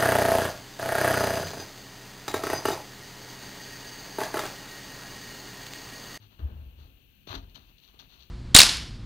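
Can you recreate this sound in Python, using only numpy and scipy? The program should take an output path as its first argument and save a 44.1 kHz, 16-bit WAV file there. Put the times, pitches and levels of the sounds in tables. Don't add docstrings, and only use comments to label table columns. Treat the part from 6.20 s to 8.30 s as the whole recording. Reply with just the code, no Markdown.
import sys
import numpy as np
from scipy import signal
from scipy.fft import rfft, irfft
from scipy.io import wavfile
from scipy.ndimage import uniform_filter1d, map_coordinates

SR = 44100
rng = np.random.default_rng(int(sys.argv[2]) if len(sys.argv) > 2 else 0)


def master_out(mix):
    frames = np.transpose(np.atleast_2d(mix))
    ceiling = np.clip(frames, -1, 1)
    pcm = np.round(ceiling * 32767).astype(np.int16)
    wavfile.write(sys.argv[1], SR, pcm)


def gain_from_db(level_db):
    decades = np.asarray(level_db, float) / 20
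    return 10 ** decades


N = 92610

# pitch_hz, level_db (per Hz)
RUMBLE_TONE = [(25, -11), (48, -1.5), (120, -11), (330, -17), (600, -37.5), (1700, -27.5), (4200, -33.5),
               (16000, -30.5)]
RUMBLE_DB = -60
WHINE_HZ, WHINE_DB = 2593, -68

# start_s, length_s, level_db, body_db (dull part against the bright part)
CRUNCHES = [(0, 0.09, -58.5, 0.5), (0.093, 0.11, -64.5, 4), (0.181, 0.051, -75.5, 18.5),
            (0.561, 0.16, -60.5, 0), (1.068, 0.024, -45, -2), (1.082, 0.039, -45, 3),
            (1.103, 0.056, -44.5, 8), (1.136, 0.025, -45, 2.5), (1.148, 0.016, -37.5, 0),
            (1.156, 0.056, -50.5, 4.5), (1.222, 0.032, -60.5, 3), (1.279, 0.06, -62.5, -31),
            (1.344, 0.013, -49, -22), (1.349, 0.028, -43.5, -6), (1.361, 0.15, -61.5, -1),
            (1.471, 0.085, -66, 0.5), (1.565, 0.059, -63, -29), (1.609, 0.091, -57.5, -9),
            (1.671, 0.063, -64.5, 3.5), (1.722, 0.084, -64.5, 3), (1.788, 0.035, -46, -5.5),
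            (1.81, 0.074, -59, -1), (1.879, 0.078, -60, -6.5), (1.907, 0.11, -57.5, -2.5),
            (1.979, 0.12, -58, -7)]
GRAINS_PER_S, GRAIN_SPREAD_DB = 9000, 2.2
CRUNCH_RISE = .3
BODY_HZ, SNAP_HZ, SNAP_TOP_HZ, AIR_DB = 1026, 4360, 9400, -13.5
# pitch_hz, level_db, sharpness
SILL_NOTES = [(209, -2, 14), (268, 1, 14.2), (314.4, -9.5, 31), (359.5, -2.5, 18), (438, -9, 27),
              (552, -5.5, 75), (625, -7.5, 25), (675, -2, 50), (1207, -2, 65)]
SILL_DB = 5

# peak_s, level_db, pitch_hz, swell_s
BOOMS = [
    (0.031, -48, 104.2, 0.035),
    (.250, -22, 71.6, 0.019),
    (0.471, -37, 69, 0.017),
    (0.623, -46.5, 71, 0.034),
    (1.112, -37.5, 98.6, 0.0091),
    (1.331, -52.5, 43, 0.027),
    (1.386, -64, 103, 0.06),
    (1.479, -56, 42.6, .03),
    (2.0, -59, 65.6, 0.045),
]
# start_s, ring_db, knock_db, clatter_db
BLOWS = [
    (0.191, -33, -49.5, -40),
    (0.269, -51, -76, -53.5),
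    (0.589, -78, -47, -56),
    (1.074, -50, -32, -48.5),
    (1.141, -65, -29.5, -53),
    (1.743, -86, -44, -62.5),
]
# pitch_hz, level_db, fade_s (time to fall 60 dB)
FLOOR_NOTES = [(67.3, -12, 0.53), (71.04, -2, 0.88), (76.37, -1, 1.28), (50.65, -17, 2.6), (38, -10, 0.6),
               (162.2, -23, 0.33), (244.7, -16, 0.77), (324.7, -19.5, 0.47), (409, -39, 0.34),
               (665, -39, .5)]
RING_RISE_S = 0.056
KNOCK_HZ, KNOCK_MS = 376, 1.5
# pitch_hz, level_db
CLATTER_TONE = [(30, -9), (55, 1.5), (110, -1), (150, -11), (400, -19.5), (1600, -28.5), (2100, -36),
                (8000, -57)]
CLATTER_FADE_S, CLATTER_RISE_S = 1.134, 0.0029

# start_s, level_db
CRACKS = [(.192, -47), (.443, -54), (1.144, -56), (1.156, -51), (1.298, -45), (1.359, -27.5),
          (1.584, -40.5), (1.601, -44), (1.636, -66), (1.644, -43), (1.650, -39.5), (1.678, -40.5),
          (1.797, -44), (1.804, -60), (1.827, -73), (2.006, -38.5), (2.012, -40), (2.025, -37),
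          (2.033, -37)]
# start_s, level_db
KNOCKS = [
    (.194, -38.5),
    (.204, -43),
    (1.120, -46),
    (1.366, -40),
    (1.803, -39.5),
    (1.825, -44),
]

# pitch_hz, level_db, fade_s (time to fall 60 dB)
FRAME_NOTES = [(42.5, 0, .5), (88.5, -3, .5), (110, -11, .3), (203, -20, .4), (270, -11, .4),
               (321, -18, .4), (361, -16, .4), (564, -16, .25), (710, -19, .25)]
SPRING_S, SPRING_DB, SPRING_RISE_S = 1.148, -35, .015

ECHO_FADE_S, ECHO_DB = .22, -15
LOW_CUT_HZ = 24.6

# pitch_hz, level_db
LEFT_TONE = [(1800, 2), (2250, -0.5), (2800, 7.5), (4400, 9), (5050, -10), (6100, 2.5), (7500, -17),
             (10500, -10.5)]
# pitch_hz, level_db
LEFT_TOP_TONE = [(11500, -4.5), (12300, 11), (13300, -1.5), (14200, 20), (14700, 19), (15600, 8)]
# pitch_hz, level_db
RIGHT_TONE = [(60, -2.8), (200, -4.8), (380, -6), (700, -8), (1250, -8.5), (1550, -19), (2100, -22),
              (2700, -50)]
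RIGHT_LATE_S = .00003
# pitch_hz, level_db
HISS_TONE = [(150, 28.5), (500, 9.5), (2200, 1.0), (7500, -1), (12000, 1.0)]
HISS_DB, TOP_HZ = -76.5, 15750


def noise():
    return rng.standard_normal(N)


def unit(x):
    return x / np.sqrt(np.mean(x ** 2))


def curve(points, hz):
    p = np.array(points, float)
    return np.interp(np.log(np.maximum(hz, 1)), np.log(p[:, 0]), p[:, 1])


def colour(x, db_of, size=4096):
    hz = np.arange(size // 2 + 1) * SR / size
    cepstrum = irfft(db_of(hz) * np.log(10) / 20)
    cepstrum[1:size // 2] *= 2
    cepstrum[size // 2 + 1:] = 0
    return signal.fftconvolve(x, irfft(np.exp(rfft(cepstrum))))[:N]


def band(x, hz, sharpness):
    return signal.lfilter(*signal.iirpeak(min(hz, .45 * SR), sharpness, fs=SR), x)


def walk(rate_hz):
    k = int(SR / rate_hz)
    steps = np.repeat(rng.standard_normal(N // k + 1), k)
    return 1.57 * uniform_filter1d(uniform_filter1d(steps, k), k)[:N]


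def ring(t, notes):
    u = np.maximum(t, 0)
    return sum(gain_from_db(db - 60 * u / fade) * np.sin(2 * np.pi * hz * u) for hz, db, fade in notes)


def swell(t, rise_s):
    return 1 - np.exp(-(np.maximum(t, 0) / rise_s) ** 2)


def yard_rumble():
    out = 0
    for hz in 25 * 2 ** np.arange(0, 9.6, .5):
        waver_db = 3.15 * walk(6.2) if hz < 400 else .5 * walk(7)
        out = out + gain_from_db(curve(RUMBLE_TONE, hz) + waver_db) * band(band(noise(), hz, 2.38), hz, 2.38)
    return unit(out) * gain_from_db(RUMBLE_DB)


def tyre_whine():
    return unit(band(band(noise(), WHINE_HZ, 2.7), WHINE_HZ, 2.7)) * gain_from_db(WHINE_DB)


def snow_grains():
    breaks = rng.random(N) < GRAINS_PER_S / SR
    strength_db = GRAIN_SPREAD_DB * rng.exponential(size=N)
    return unit(breaks * noise() * gain_from_db(strength_db))


def hoof_crunches(t):
    snap, body = snow_grains(), snow_grains()
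    snap = unit(band(snap, SNAP_HZ, 1.4)) + gain_from_db(AIR_DB) * snap
    bright, dull = 0, 0
    for start, length, db, body_db in CRUNCHES:
        u = np.clip((t - start) / length, 0, 9)
        push = gain_from_db(db) * np.minimum(u / CRUNCH_RISE, 1) * np.exp(-2 * u ** 2)
        bright = bright + push * snap
        dull = dull + gain_from_db(body_db + 12) * push * body
    return bright, dull


def snow_body(dull):
    return band(dull, BODY_HZ, 1.41)


def sill_ring(dull):
    out = 0
    for k, (hz, db, sharpness) in enumerate(SILL_NOTES):
        out = out + (-1) ** k * gain_from_db(SILL_DB + db) * band(dull, hz, sharpness)
    return out


def floor_booms(t):
    out = 0
    for peak, db, hz, swell_s in BOOMS:
        u = t - peak
        out = out + gain_from_db(db) * np.exp(-.5 * (u / swell_s) ** 2) * np.sin(2 * np.pi * hz * u)
    return out


def hoof_blows(t):
    rattle = unit(colour(noise(), lambda hz: curve(CLATTER_TONE, hz)))
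    out = 0
    for start, ring_db, knock_db, clatter_db in BLOWS:
        u = np.maximum(t - start, 0)
        floor = gain_from_db(ring_db) * swell(u, RING_RISE_S) * ring(u, FLOOR_NOTES)
        knock = gain_from_db(knock_db) * np.exp(-u * 1000 / KNOCK_MS) * np.sin(2 * np.pi * KNOCK_HZ * u)
        clatter = (1 - np.exp(-u / CLATTER_RISE_S)) * gain_from_db(clatter_db - 60 * u / CLATTER_FADE_S) * rattle
        out = out + floor + knock + clatter
    return out


def clicks(events, gain_db):
    out = np.zeros(N)
    for start, db in events:
        out[int(start * SR)] += gain_from_db(db + gain_db)
    return out


def crust_cracks():
    return band(band(clicks(CRACKS, 15), SNAP_HZ, 1.1), SNAP_HZ, 1.1)


def crust_knocks():
    return clicks(KNOCKS, 22.5)


def frame_spring(t):
    u = t - SPRING_S
    return gain_from_db(SPRING_DB) * swell(u, SPRING_RISE_S) * ring(u, FRAME_NOTES)


def wall_echo(x, t):
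    lag = t[:SR // 2]
    echo = rng.standard_normal(len(lag)) * gain_from_db(-60 * lag / ECHO_FADE_S) * (lag > .004)
    echo = echo / np.sqrt(np.sum(echo ** 2))
    return gain_from_db(ECHO_DB) * signal.fftconvolve(x, echo)[:N]


def scene():
    t = np.arange(N) / SR
    far = yard_rumble() + tyre_whine()
    bright, dull = hoof_crunches(t)
    dull = dull + crust_knocks()
    steps = bright + snow_body(dull) + sill_ring(dull) + crust_cracks()
    steps = signal.lfilter(*signal.butter(1, SNAP_TOP_HZ, fs=SR), steps)
    steps = steps + wall_echo(steps, t)
    trailer = floor_booms(t) + hoof_blows(t) + frame_spring(t)
    mono = signal.lfilter(*signal.butter(2, LOW_CUT_HZ, "high", fs=SR), steps + trailer + far)
    return np.array([mono, mono])


def band_limit(x):
    return signal.sosfilt(signal.butter(12, 16380, fs=SR, output="sos"), x)


def record(dry):
    offset_db = LEFT_TONE[0][1] + LEFT_TOP_TONE[0][1]
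    left = colour(dry[0], lambda hz: curve(LEFT_TONE, hz) + curve(LEFT_TOP_TONE, hz) - offset_db)
    right = colour(dry[1], lambda hz: curve(RIGHT_TONE, hz))
    right = map_coordinates(right, [np.arange(N) - RIGHT_LATE_S * SR], mode="mirror")
    hiss = np.array([colour(noise(), lambda hz: curve(HISS_TONE, hz)) for _ in range(2)])
    top_cut = signal.ellip(10, .2, 60, TOP_HZ, fs=SR, output="sos")
    mix = signal.sosfilt(top_cut, np.array([left, right]) + gain_from_db(HISS_DB) * hiss)
    return band_limit(mix)


dry = scene()
out = record(dry)
master_out(out)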